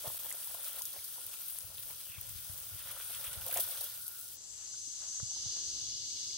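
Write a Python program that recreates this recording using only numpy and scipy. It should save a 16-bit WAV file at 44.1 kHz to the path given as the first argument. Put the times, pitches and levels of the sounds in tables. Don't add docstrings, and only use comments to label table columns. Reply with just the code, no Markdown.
import sys
import numpy as np
from scipy import signal
from scipy.fft import rfft, irfft, next_fast_len
from scipy.io import wavfile
from scipy.ndimage import uniform_filter1d

SR = 44100
rng = np.random.default_rng(int(sys.argv[2]) if len(sys.argv) > 2 else 0)


def unload_wav(signal):
    wavfile.write(
        sys.argv[1],
        SR,
        np.round(np.clip(np.atleast_2d(signal).T, -1, 1) * 32767).astype(np.int16),
    )


def natural_amplitude(level_db):
    exponent = np.asarray(level_db, float) / 20
    return 10 ** exponent


N = 281005
TOP_HZ = 15750


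def curves(table):
    s, *columns = np.transpose(table)
    return [np.interp(np.arange(N) / SR, s, c) for c in columns]


def unit(x):
    return x / np.sqrt(np.mean(x ** 2))


def sides(pan_db):
    left = 1 / (1 + natural_amplitude(-2 * np.asarray(pan_db)))
    return np.sqrt(2 * np.array([left, 1 - left]))


def on_log(hz, table):
    f, v = np.transpose(table)
    return np.interp(np.log(hz + 1), np.log(f), v)


def shape(x, gain):
    n = next_fast_len(N)
    return irfft(rfft(x, n) * gain(np.arange(n // 2 + 1) * SR / n), n)[..., :N]


def modes(table, order):
    return lambda hz: np.sqrt(sum(natural_amplitude(2 * db) / (1 + (2 * (hz - f) / w) ** 2) ** order for f, w, db in table))


def resonate(noise, table, order=2):
    return unit(shape(noise, modes(table, order)))


def walk(rate):
    k = int(SR / rate)
    steps = np.repeat(rng.standard_normal(N // k + 1), k)
    return 1.2 * uniform_filter1d(uniform_filter1d(steps, k), k)[:N]


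def hump(t, rise_s, fall_s):
    return np.exp(-(t / np.where(t < 0, rise_s, fall_s)) ** 2)


def swell(s, rise_s, fall_s):
    return hump(np.arange(N) / SR - s, rise_s, fall_s)


def pair(alike, count=0):
    shared, left, right = rng.standard_normal((3, N))
    alike = np.clip(alike, 0, 1)
    together = np.array([np.roll(shared, count), shared])
    return np.sqrt(alike) * together + np.sqrt(1 - alike) * np.array([left, right])


def add(out, s, burst, pan_db):
    i = int(s * SR)
    burst = np.atleast_2d(burst)[:, :N - i]
    out[:, i:i + burst.shape[1]] += burst * sides(pan_db)[:, None]


# (loudest [s], rise [s], fall [s], idle level [dB], swell [dB])
MOTOR = (5.5, -0.17, 1.3, -83, 14.5)


def motor():
    s, rise_s, fall_s, idle_db, louder_db = MOTOR
    drone = resonate(pair(0.78), [(298, 146, 0), (376, 136, -1)])
    return drone * natural_amplitude(idle_db + louder_db * swell(s, abs(rise_s), fall_s) + 1.5 * walk(7))


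# (frequency [Hz], level [dB per Hz])
AIR_COLOUR = [(88, -58), (150, -4.5), (483, -27.5), (2480, -30.5), (2790, -26), (3810, -15), (5100, -7),
              (5740, -6), (6200, 1), (9520, -27), (10500, -34.5), (11800, -32), (15800, -39)]
AIR_DB = -28
# (time [s], half length [s], extra level [dB])
LEAVES = [
    (4.5, 0.11, 0),
    (4.63, 0.076, 2.5),
    (4.747, 0.01, 6),
    (5.044, 0.052, 10.5),
    (5.157, 0.029, 4),
    (5.34, 0.21, 4),
    (5.48, 0.046, 3),
    (5.582, 0.054, 5),
    (5.75, 0.086, 3),
    (6.2, 0.11, 0),
]
LEAVES_DB = -78.5


def air_and_leaves():
    out = 0
    leaves_db = LEAVES_DB + sum(db * swell(s, half_s, half_s) for s, half_s, db in LEAVES)
    ceiling_db = on_log(620, AIR_COLOUR)
    for hz in 180 * 2 ** np.arange(0, 7.):
        bell = lambda f: (np.exp(-(np.log2((f + 1) / hz) / 0.81) ** 2)
                          * natural_amplitude(np.minimum(on_log(f, AIR_COLOUR), ceiling_db)))
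        patchy_db = 1.6 if hz < 4000 else .8
        swell_db = leaves_db + 74.0 if 400 < hz < 4000 else -4.0 * (hz < 400)
        octave = shape(pair(min(180 / hz, .6)), bell)
        out = out + octave * natural_amplitude(AIR_DB + swell_db + patchy_db * walk(9))
    return out


# (time [s], peak level [dB], pitch [Hz], left minus right [dB])
GUST_THUMPS = [(0.078, -44.5, 115, 21), (2.184, -45.5, 96, 34), (2.36, -46.5, 74, 26),
               (2.501, -45.5, 92, 21), (2.748, -47, 75, 30), (1.65, -54, 75, -17), (1.7, -56, 70, -4),
               (2.1, -54, 95, -13), (2.534, -50, 77, 12), (2.8, -57, 101, 3), (3.28, -49.5, 81, 17),
               (5.889, -52, 82, -24), (3.378, -44.5, 74, 23), (5.233, -39, 114, -33),
               (5.466, -43.5, 103, -32)]
# (peak time [s], half length [s], level [dB], left minus right [dB])
LONG_GUSTS = [
    (1.7, 0.12, -61.5, -5),
    (1.88, 0.11, -60, -7),
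    (2.276, 0.09, -56.5, 13),
    (2.682, 0.33, -59.5, -0.5),
    (3.45, 0.57, -63, -2.5),
    (3.95, 0.41, -73, 5),
    (5.74, 0.35, -58, -17),
    (6.2, 0.33, -68.5, -1),
]
CALM_DB = -70
WAKE_DB, WAKE_RISE_S, WAKE_FALL_S = -18.5, 0.042, 0.092


def wind():
    gusts = [(s, half_s, half_s, db, pan_db) for s, half_s, db, pan_db in LONG_GUSTS]
    wakes = [(s, WAKE_RISE_S, WAKE_FALL_S, db + WAKE_DB, pan_db) for s, db, hz, pan_db in GUST_THUMPS]
    power = natural_amplitude(2 * CALM_DB)
    for s, rise_s, fall_s, db, pan_db in gusts + wakes:
        power = power + (natural_amplitude(db) * sides(pan_db)[:, None] * swell(s, rise_s, fall_s)) ** 2
    rumble = resonate(pair(0.35), [(84.4, 98, 0)]) * np.sqrt(power)
    rumble = rumble * natural_amplitude(1.8 * walk(20))
    t = np.arange(-600, 1800) / SR
    blow = np.exp(-np.where(t < 0, (t / 0.0041) ** 2, t / 0.0081))
    for s, db, hz, pan_db in GUST_THUMPS:
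        add(rumble, s - 600 / SR, natural_amplitude(db + 5.5) * np.cos(2 * np.pi * hz * t) * blow, pan_db)
    return shape(rumble, lambda f: f ** 2 / (f ** 2 + 35.0 ** 2))


TREE_LAG = 2


def singers(pulse_hz, body, depth):
    gate = 1
    for k in range(2):
        phase = np.cumsum(pulse_hz * (1 + .012 * k + 0.008 * walk(4.3)) / SR) % 1
        gate = gate + depth / (k + 1) * np.exp(-phase)
    song = resonate(pair(0.26, count=TREE_LAG) * gate, body)
    return song * natural_amplitude(0.85 * walk(7.3) + 0.43 * walk(20))


# (time [s], high singers [dB], low singers [dB], thin singers [dB], left minus right [dB])
CHORUS_EFFORT = [
    (4.3, -69, -67, -72, 7),
    (4.39, -55, -58.5, -55, 5),
    (4.5, -52, -57.5, -49.5, 5.5),
    (4.8, -46, -55, -48.5, 4.5),
    (5.15, -43.5, -51.5, -47, 4),
    (5.45, -40, -46, -48.5, 1.5),
    (5.95, -42.5, -44.5, -52, 3.5),
    (6.37, -44.5, -45, -50, 2.5),
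]
# (frequency [Hz], width [Hz], level [dB])
HIGH_BODY = [(6196, 116, -1), (6040, 82, -1.5), (6440, 120, -3), (6675, 130, -5), (5600, 520, -12.5)]
LOW_BODY = [(4806, 280, 2), (4055, 320, -2.5), (4384, 140, 1), (5100, 760, -0.5), (3500, 680, -7),
            (2922, 240, -9)]
THIN_BODY = [(7280, 500, 0), (7760, 440, -3), (8370, 300, -9.5), (9120, 410, -11), (9540, 660, -17)]
CHORUS_UNDER_SPRAY_DB = -64.5


def cicadas():
    faint = (CHORUS_UNDER_SPRAY_DB, CHORUS_UNDER_SPRAY_DB - 0.5, CHORUS_UNDER_SPRAY_DB - 28, 6)
    high_db, low_db, thin_db, pan_db = curves([(0, *faint), (4.29, *faint)] + CHORUS_EFFORT)
    high = singers(213, HIGH_BODY, 0.52) * natural_amplitude(high_db)
    low = singers(172, LOW_BODY, 1.05) * natural_amplitude(low_db + 1.0)
    thin = singers(230, THIN_BODY, 2.9) * natural_amplitude(thin_db)
    return (high + low + thin) * sides(pan_db)


# (pitch [Hz], level [dB], loudest [s], half length [s])
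NEAR_INSECTS = [(6180, -56, 5.2, .5), (6175, -55, 5.7, .25), (6410, -58, 5.45, .4), (6540, -60, 5.0, .3),
                (6610, -60, 6.2, .3), (4783, -60, 5.7, .35), (4865, -60, 6.1, .3), (4695, -63, 6.2, .3),
                (4485, -64, 6.15, .31), (4066, -62, 5.8, .4), (5363, -63, 5.45, .3), (5200, -65, 4.9, .35),
                (2940, -69, 5.9, .4), (7300, -65, 6.2, .25), (7880, -67, 5.1, .4), (3790, -67, 5.9, .3),
                (5540, -64, 6.0, .25), (1720, -82, 5.57, .05), (1270, -81, 6.2, .04), (900, -81, 5.74, .04)]
SOLO_WAVER_HZ, SOLO_FLUTTER_DB = 28, 4.0


def soloists():
    out, t = 0, np.arange(N) / SR
    waver = [walk(60) for _ in range(4)]
    flutter = [walk(25) for _ in range(4)]
    for k, (hz, db, s, half_s) in enumerate(NEAR_INSECTS):
        left_bend = waver[k % 4]
        right_bend = .6 * left_bend + .8 * waver[(k + 1) % 4]
        bend = np.roll(np.array([left_bend, right_bend]), 9000 * k, axis=1)
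        note = np.sin(2 * np.pi * np.cumsum(hz + SOLO_WAVER_HZ * bend, axis=1) / SR)
        level_db = db + SOLO_FLUTTER_DB * np.roll(flutter[k % 4], 7000 * k)
        out = out + note * natural_amplitude(level_db) * swell(s, half_s, half_s)
    return out * (t > 4.36)


# (first pulse [s], period [s], pitch [Hz], width [Hz], first level [dB], rise [dB per s], half length [s])
LOW_THROB = (5.902, .0675, 2250, 520, -71.5, 8, .009)


def throbbing_insect():
    first_s, period_s, hz, width_hz, db, rise_db, half_s = LOW_THROB
    since = np.arange(N) / SR - first_s + period_s / 2
    beats = (since > 0) * np.exp(-((since % period_s - period_s / 2) / half_s) ** 2)
    return resonate(pair(0.73), [(hz, width_hz, 0)], order=4) * beats * natural_amplitude(db + rise_db * since)


def ring(hz, ring_s):
    t = np.arange(2000) / SR
    glide = np.sin(2 * np.pi * hz * t * (1 + 8 * t))
    wave = glide * np.exp(-np.log(1000) * t / ring_s) * (1 - np.exp(-t / 0.001))
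    return wave / np.abs(wave).max()


# (time [s], peak level [dB], colour [Hz], ring [s], left minus right [dB])
TOOL_SNAPS = [
    (5.021, -51, 1450, 0.0028, 3),
    (5.201, -42, 1350, 0.003, 4),
    (5.201, -50, 610, 0.0084, 4),
    (5.569, -43.5, 850, 0.0011, 1.0),
    (4.875, -59.5, 260, .03, 0),
    (5.1, -62.5, 230, 0.024, 0),
]


def tool_snaps():
    out = np.zeros((2, N))
    for s, db, hz, ring_s, pan_db in TOOL_SNAPS:
        add(out, s, ring(hz, ring_s) * natural_amplitude(db), pan_db)
    return out


# (time [s], peak level [dB], pitch [Hz], left minus right [dB])
BUBBLE_POPS = [(0.044, -42, 563, -2), (0.058, -44, 600, 0.5), (0.072, -42.5, 610, -2),
               (0.549, -46.5, 965, -8), (0.1, -43, 960, -7), (0.314, -39, 1980, 4), (0.344, -51, 630, 1),
               (0.544, -46, 623, -2.0), (0.654, -56, 560, -1.0), (0.744, -55, 528, -1.5),
               (0.773, -53, 506, -1.0), (0.81, -46.5, 930, -5), (0.962, -52.5, 540, 2),
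               (0.99, -49.5, 2150, -0.5), (1.181, -54, 990, -6), (2.908, -47, 1270, -7),
               (3.417, -48, 1430, -1.0), (3.492, -41, 641, 0.0), (3.512, -39.5, 2480, 0.0),
               (3.668, -54, 544, 2), (3.561, -36.5, 663, -0.5), (3.574, -42, 640, 0),
               (3.591, -36.5, 610, -2), (4.742, -51, 1490, 4), (.146, -53, 635, 0), (0.174, -52, 1420, 2),
               (.249, -52, 860, 0), (.47, -51, 895, -4), (0.497, -55, 848, -3), (.639, -54, 1440, -4),
               (.675, -51, 1250, 0), (1.162, -58, 912, 0), (2.183, -54, 1060, 0), (2.877, -56, 1460, 9),
               (2.964, -48, 1200, 0), (2.999, -46, 1380, 0), (3.33, -53, 1780, 0), (3.395, -56, 1440, 0),
               (3.47, -46.5, 571, 0), (3.531, -41, 1510, 0), (3.694, -49, 657, 0), (3.751, -49, 1420, 0),
               (3.811, -48, 653, 0), (5.146, -60.5, 1010, -0.5), (5.315, -56, 802, -6),
               (5.366, -53, 860, -19), (5.458, -58, 837, -13)]


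def bubble_pops():
    out = np.zeros((2, N))
    for s, db, hz, pan_db in BUBBLE_POPS:
        add(out, s, ring(hz, 16.6 / hz) * natural_amplitude(db), pan_db)
    return out


# (start [s], end [s], from [Hz], to [Hz], width [Hz], level [dB])
GROOVE = (2.04, 2.21, 3200, 2200, 500, -56)


def groove_swish():
    start, end, from_hz, to_hz, width_hz, db = GROOVE
    way = np.clip((np.arange(N) / SR - start) / (end - start), 0, 1)
    flutter = resonate(pair(0.93), [(0, width_hz, 0)])
    carrier = np.cos(2 * np.pi * np.cumsum(from_hz + (to_hz - from_hz) * way) / SR)
    return flutter * carrier * np.sqrt(np.abs(np.sin(np.pi * way))) * natural_amplitude(db)


# (time [s], peak level [dB], colour [Hz])
BIG_DROPS = [(0.1351, -31, 9480), (0.2967, -28, 8810), (0.3052, -25, 11000), (0.3252, -27, 8590),
             (0.5422, -29, 14600), (0.7307, -30, 12100), (0.819, -25, 13500), (0.8535, -31, 10200),
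             (0.8535, -32, 5600), (1.0415, -31, 10900), (1.2645, -24, 14600), (1.5863, -23, 10700),
             (1.6057, -34, 9190), (2.0043, -35, 11100), (2.2119, -24, 14000), (2.9133, -34, 9360),
             (3.1487, -29, 9340), (3.3298, -33, 8990), (3.4096, -33, 10100), (3.464, -25, 12400),
             (3.482, -27, 8750), (3.5119, -26, 10500), (3.5409, -18, 11000), (3.5723, -21, 7920),
             (3.6047, -21, 10000), (3.6376, -24, 14600), (3.7085, -30, 9040), (3.8097, -28, 14700),
             (3.8387, -26, 13200), (4.0796, -24, 11500),
             (3.559, -38, 2000), (3.59, -59, 2600), (3.417, -43, 2520), (.195, -45, 3400),
              (.644, -35, 6200), (.766, -39.5, 3340), (1.288, -49, 3030), (1.489, -44, 5600),
              (2.185, -45, 2800), (2.385, -47, 3300), (3.15, -40, 5400), (3.81, -46, 3500),
              (.305, -37, 5960), (0.326, -48, 6060), (.544, -50, 2400), (0.82, -31, 5430),
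              (3.514, -38, 3000), (3.571, -35, 4500), (3.606, -35, 5600), (1.606, -41, 5200),
              (1.781, -39, 3100), (3.773, -38, 3200)]
EVEN_DROPS = [.0228, .1725, .5207, .7592, .7886, .9343, 1.2396, 1.497, 1.7923, 2.0986, 2.5331, 2.5556,
              2.5765, 2.7472, 2.7901, 3.0006, 3.7005]
EVEN_DROP_DB, EVEN_DROP_HZ = -33, 13800


def drop_cracks(jet_pan_db):
    out, t = np.zeros((2, N)), np.arange(2000) / SR
    small = [(s, EVEN_DROP_DB, EVEN_DROP_HZ) for s in EVEN_DROPS]
    for s, db, hz in BIG_DROPS + small:
        sos = signal.butter(2, [0.8 * hz, min(1.07 * hz, TOP_HZ)], "bandpass", fs=SR, output="sos")
        tail = unit(signal.sosfilt(sos, rng.standard_normal((2, 2000))))
        tail = tail * (t > .0008) * np.exp(-t / 0.002)
        snap_hz = min(.7 * hz + 4300, 1.2 * hz)
        snap = np.sin(2 * np.pi * snap_hz * t) * np.exp(-((t - .0009) * hz / 1.5) ** 2)
        add(out, s, (snap + 0.49 * tail) * natural_amplitude(db + 0.85), jet_pan_db[int(s * SR)])
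    return out


def patter(rate, spread_db, tail_s):
    sizes_db = np.minimum(spread_db * rng.exponential(size=N), 3.6 * spread_db)
    hits = (rng.random(N) < rate / SR) * natural_amplitude(sizes_db)
    return unit(signal.lfilter([1], [1, -np.exp(-1 / (tail_s * SR))], hits))


def under_hits(db, knee_db):
    return np.minimum(db, (db + knee_db) / 2)


# (frequency [Hz], width [Hz], level [dB])
SKULL_CAVITIES = [(528, 90, 3.5), (617, 150, 1.5), (860, 550, -1.5)]


def bone(boom_db, whistle_db, lumps):
    drum = pair(0.71) * np.sqrt(1 + 1.8 * lumps ** 2)
    boom = resonate(drum, SKULL_CAVITIES) * natural_amplitude(under_hits(boom_db, -46) - 0.5)
    boom = boom * natural_amplitude(1.8 * walk(25))
    whistle = resonate(pair(0.98), [(1432, 165, 0)]) * natural_amplitude(whistle_db + 0.63 * walk(11.0))
    return boom + whistle


# (frequency [Hz], level [dB per Hz])
SPRAY_COLOUR = [(590, -30), (1000, -8), (1290, -6), (1410, -7.5), (1680, -7.5), (2190, -8.5), (3400, -1.5),
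                (4140, -7.5), (6200, -6.5), (7200, -11.5), (7720, -4.5), (8870, 0.5), (13300, 1),
                (15100, 1), (15800, 8)]
# (frequency [Hz], left minus right [dB])
SPRAY_LEAN = [(60, 1.5), (110, 1.5), (200, 0.0), (380, 0.0), (700, -31), (1290, 1.5), (2380, -1.5),
              (4400, 0), (8120, -2.5), (15000, 2)]
JET_LAG = -1


def spray(fine_db, splatter_db, pan_db, lumps):
    out, surge = 0, walk(7.9)
    showers = [lumps, patter(700, 3.2, .001), patter(800, 3.8, .0006),
               patter(800, 3.2, .0005), patter(700, 4.6, .0005)]
    for hz in 1100 * 2 ** np.arange(0, 4.05, .4):
        height = np.clip(np.log2(hz / 2500) / 0.84, 0, 1)
        drops = showers[int(np.log2(hz / 1100) * 1.2)]
        noise = pair(.65 - 0.36 * height, count=JET_LAG * (hz > 3000))
        noise = noise * np.sqrt(1 + (.5 + 0.13 * height) * drops ** 2)
        bell = lambda f: np.exp(-(np.log2((f + 1) / hz) / 0.36) ** 2) * natural_amplitude(on_log(f, SPRAY_COLOUR))
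        mist_db = under_hits(fine_db, -46) + .1
        slab_db = under_hits(splatter_db, -59.5) + 8.5
        db = height * mist_db + (1 - height) * slab_db
        db = db + (.4 + .6 * height) * surge + 1.3 * walk(16) + .5 * walk(6)
        out = out + shape(noise, bell) * natural_amplitude(db) * sides(on_log(hz, SPRAY_LEAN) + height * pan_db)
    return out * natural_amplitude(5)


# (time [s], extra mist [dB], extra splatter [dB])
JET_SPURTS = [(0.073, 6, 0.0), (0.141, -1, -1), (0.254, 1, -1.5), (0.302, -2, 3.5), (0.328, -1, -5),
              (0.445, 1.5, 0), (0.525, 1, -0.5), (0.547, 8, 2), (0.645, 7, 2.5), (0.679, 3.0, -4),
              (0.771, -2, 1), (0.788, 7, 10), (0.824, 4, 3.5), (0.858, 9, -2), (0.933, 2, 0.0),
              (1.047, 4, 0.5), (1.24, -2, -5), (1.262, -1, -7), (1.335, 3.5, 16), (1.409, 1, 4),
              (1.501, 4, 6), (1.517, 2, -5.5), (1.591, -5, -4), (1.608, 0, 4.5), (1.747, 5, 0.5),
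              (1.779, 2, 2), (1.795, 4.0, 1.0), (1.83, 4, 9), (1.903, 1.5, 4.5), (1.927, 2, 3.5),
              (2.006, 2, 6), (2.103, 0, 3), (2.217, 0, 6), (2.291, 5, 4), (2.385, 3, 3.0), (2.559, -2, 2),
              (2.581, 3, 4), (2.692, 3.5, 4), (2.796, 3, 0.5), (2.883, 3, -1), (2.913, 3, 8),
              (3.014, 1.5, 4), (3.03, 0, 1.5), (3.148, -6, 3.5), (3.245, 5, 9), (3.268, 4, 0.0),
              (3.334, 3, 5), (3.464, 2, -2), (3.486, 2, -1.0), (3.512, -3, 12), (3.546, 6, 0),
              (3.576, 3, 8.0), (3.603, 15, -2), (3.637, 2.5, -1.0), (3.713, 3.5, 8), (3.776, 3, -2),
              (3.81, 11, -4), (3.843, 13, -9), (4.065, 7, -6), (4.085, 4, 1.0)]
SPURT_RISE_S, SPURT_FALL_S, SPURT_SHARE = 0.0045, 0.0099, 0.41


def spurts():
    marks, t = np.zeros((2, N)), np.arange(-1500, 1501) / SR
    for s, *db in JET_SPURTS:
        marks[:, int(s * SR)] = db
    spit = hump(t, SPURT_RISE_S, SPURT_FALL_S)
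    return SPURT_SHARE * signal.fftconvolve(marks, spit[None], mode="same", axes=1)


# (time [s], mist [dB], share caught by the cavities [dB], nozzle whistle [dB], left minus right [dB])
JET_AIM = [(0, -49, -16.5, -71, 1.5), (.45, -47.5, -17.5, -69.5, 1.5), (.8, -49, -16, -67.5, 2.5),
           (.92, -49, -27, -78, 1.5), (1.3, -50, -20, -67.5, 3), (1.7, -51, -22, -76, 3.5),
           (2.1, -50.5, -23.5, -74, 3), (2.7, -51.5, -17.5, -70, 2), (3.0, -49.5, -16.5, -63, 3),
           (3.4, -48, -15, -63.5, 1.5), (3.48, -42, -14, -66, 1), (3.61, -39, -24.5, -63, 1),
           (3.66, -46.5, -18.5, -61.5, 2), (3.82, -45.5, -14, -68, 2), (4.0, -49.5, -24, -65.5, 1),
           (4.2, -51.5, -30.5, -66.5, 2.5), (4.36, -52.5, -29, -80, 2.5)]
# (time [s], extra mist [dB], extra boom [dB], extra splatter [dB])
EDGE_SPLASHES = [(0.064, -0.5, 15, 6), (.26, -0.5, 2, 0), (.32, 1, 4, 2.5), (.36, -1.5, 1.5, -0.5),
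                 (.47, -1, -4.5, -1.5), (.55, -2.5, 0, -4), (.67, 3.5, 3.5, 9), (.77, 1.5, 7.5, 5),
                 (.83, 1, -3, -5), (0.968, -.5, 17, 6), (1.19, -1, 9, 1), (1.27, 0, -5, 1.5),
                 (1.6, 1.5, 1, -1), (1.65, -1, 6, -2), (1.72, -1.5, 8, -1), (1.79, -1.5, 6, 2.5),
                 (1.9, 2.5, 10, 4.5), (2.15, -3, 1, 10), (2.25, 0, 8, 1), (2.37, 1, 1.5, 2),
                 (2.8, -0.5, .5, 7), (2.89, -0.5, 5, 13), (2.95, -0.5, 6, 3), (3.01, -0.5, 1.5, 9),
                 (3.15, 3, -5, 11), (3.269, 0.5, 2.5, 17), (3.34, 1.5, 0.5, 6), (3.43, 0, -1, 2),
                 (3.48, -2, 5, -3), (3.53, -1.5, 0.5, 8), (3.579, -1, 18.5, 22), (3.71, 2, 4, -1),
                 (4.03, 2, -1, -4)]
SPLASH_RISE_S, SPLASH_FALL_S = 0.026, 0.026
SLAB_DB, SLAB_SHARE = -3, 0.54


def scene():
    fine_db, caught_db, whistle_db, pan_db = curves(JET_AIM)
    splash_mist_db, splash_boom_db, splash_slab_db = sum(
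        np.array(db)[:, None] * swell(s, SPLASH_RISE_S, SPLASH_FALL_S) for s, *db in EDGE_SPLASHES)
    spit_mist_db, spit_slab_db = spurts()
    boom_db = fine_db + caught_db + splash_boom_db
    mist_db = fine_db + splash_mist_db + 2 * spit_mist_db
    splatter_db = fine_db + SLAB_DB + SLAB_SHARE * caught_db + splash_slab_db + 2 * spit_slab_db
    lumps = patter(260, 3.2, .003)
    water = spray(mist_db, splatter_db, pan_db, lumps) + bone(boom_db, whistle_db, lumps)
    water = water * np.clip((4.385 - np.arange(N) / SR) / 0.046, 0, 1)
    knocks = drop_cracks(pan_db) + bubble_pops() + tool_snaps()
    insects = cicadas() + soloists() + throbbing_insect()
    return water + groove_swish() + knocks + insects + wind() + air_and_leaves() + motor()


# (frequency [Hz], width [Hz], from [s], to [s], rarity [walk spreads])
CENTRE_GAPS = [(7150, 330, .6, 4.3, .1), (4200, 200, .2, 4.2, .9), (6000, 150, 1.5, 4.2, 1.2),
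               (2450, 180, 4.5, 6.4, .5), (1850, 170, 4.7, 6.4, .6), (1620, 130, 4.7, 6.4, .9),
               (1250, 130, 4.7, 6.1, .9), (3080, 120, 5.2, 6.4, .8), (10300, 500, 4.4, 6.4, .7)]


def dropouts(x):
    t, lost = np.arange(N) / SR, 0
    for hz, width_hz, from_s, to_s, rarity in CENTRE_GAPS:
        band = shape(x.mean(axis=0), lambda f: np.exp(-(2 * (f - hz) / width_hz) ** 8))
        gone = np.clip(4 * (walk(30) - rarity), 0, 1)
        lost = lost + band * gone * (t > from_s) * (t < to_s)
    return x - lost


def top_cut(x):
    return signal.sosfilt(signal.butter(12, 17090, fs=SR, output="sos"), x)


# (delay [s], level [dB])
SLAB_ECHOES = [(.0022, -23.5), (0.0017, -41)]
DIP_S, DIP_FADE_S, DIP_DB = .1808, 0.013, -35


def record(dry):
    heard = np.array([x + natural_amplitude(db) * np.roll(x, int(s * SR)) for x, (s, db) in zip(dry, SLAB_ECHOES)])
    since = np.arange(N) / SR - DIP_S
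    fade = np.where(since < 0, 1, np.clip(natural_amplitude(DIP_DB) + since / DIP_FADE_S, 0, 1))
    low_pass = signal.ellip(10, .2, 55, TOP_HZ, fs=SR, output="sos")
    mix = dropouts(signal.sosfilt(low_pass, heard * fade))
    return top_cut(mix)


dry = scene()
out = record(dry)
unload_wav(out)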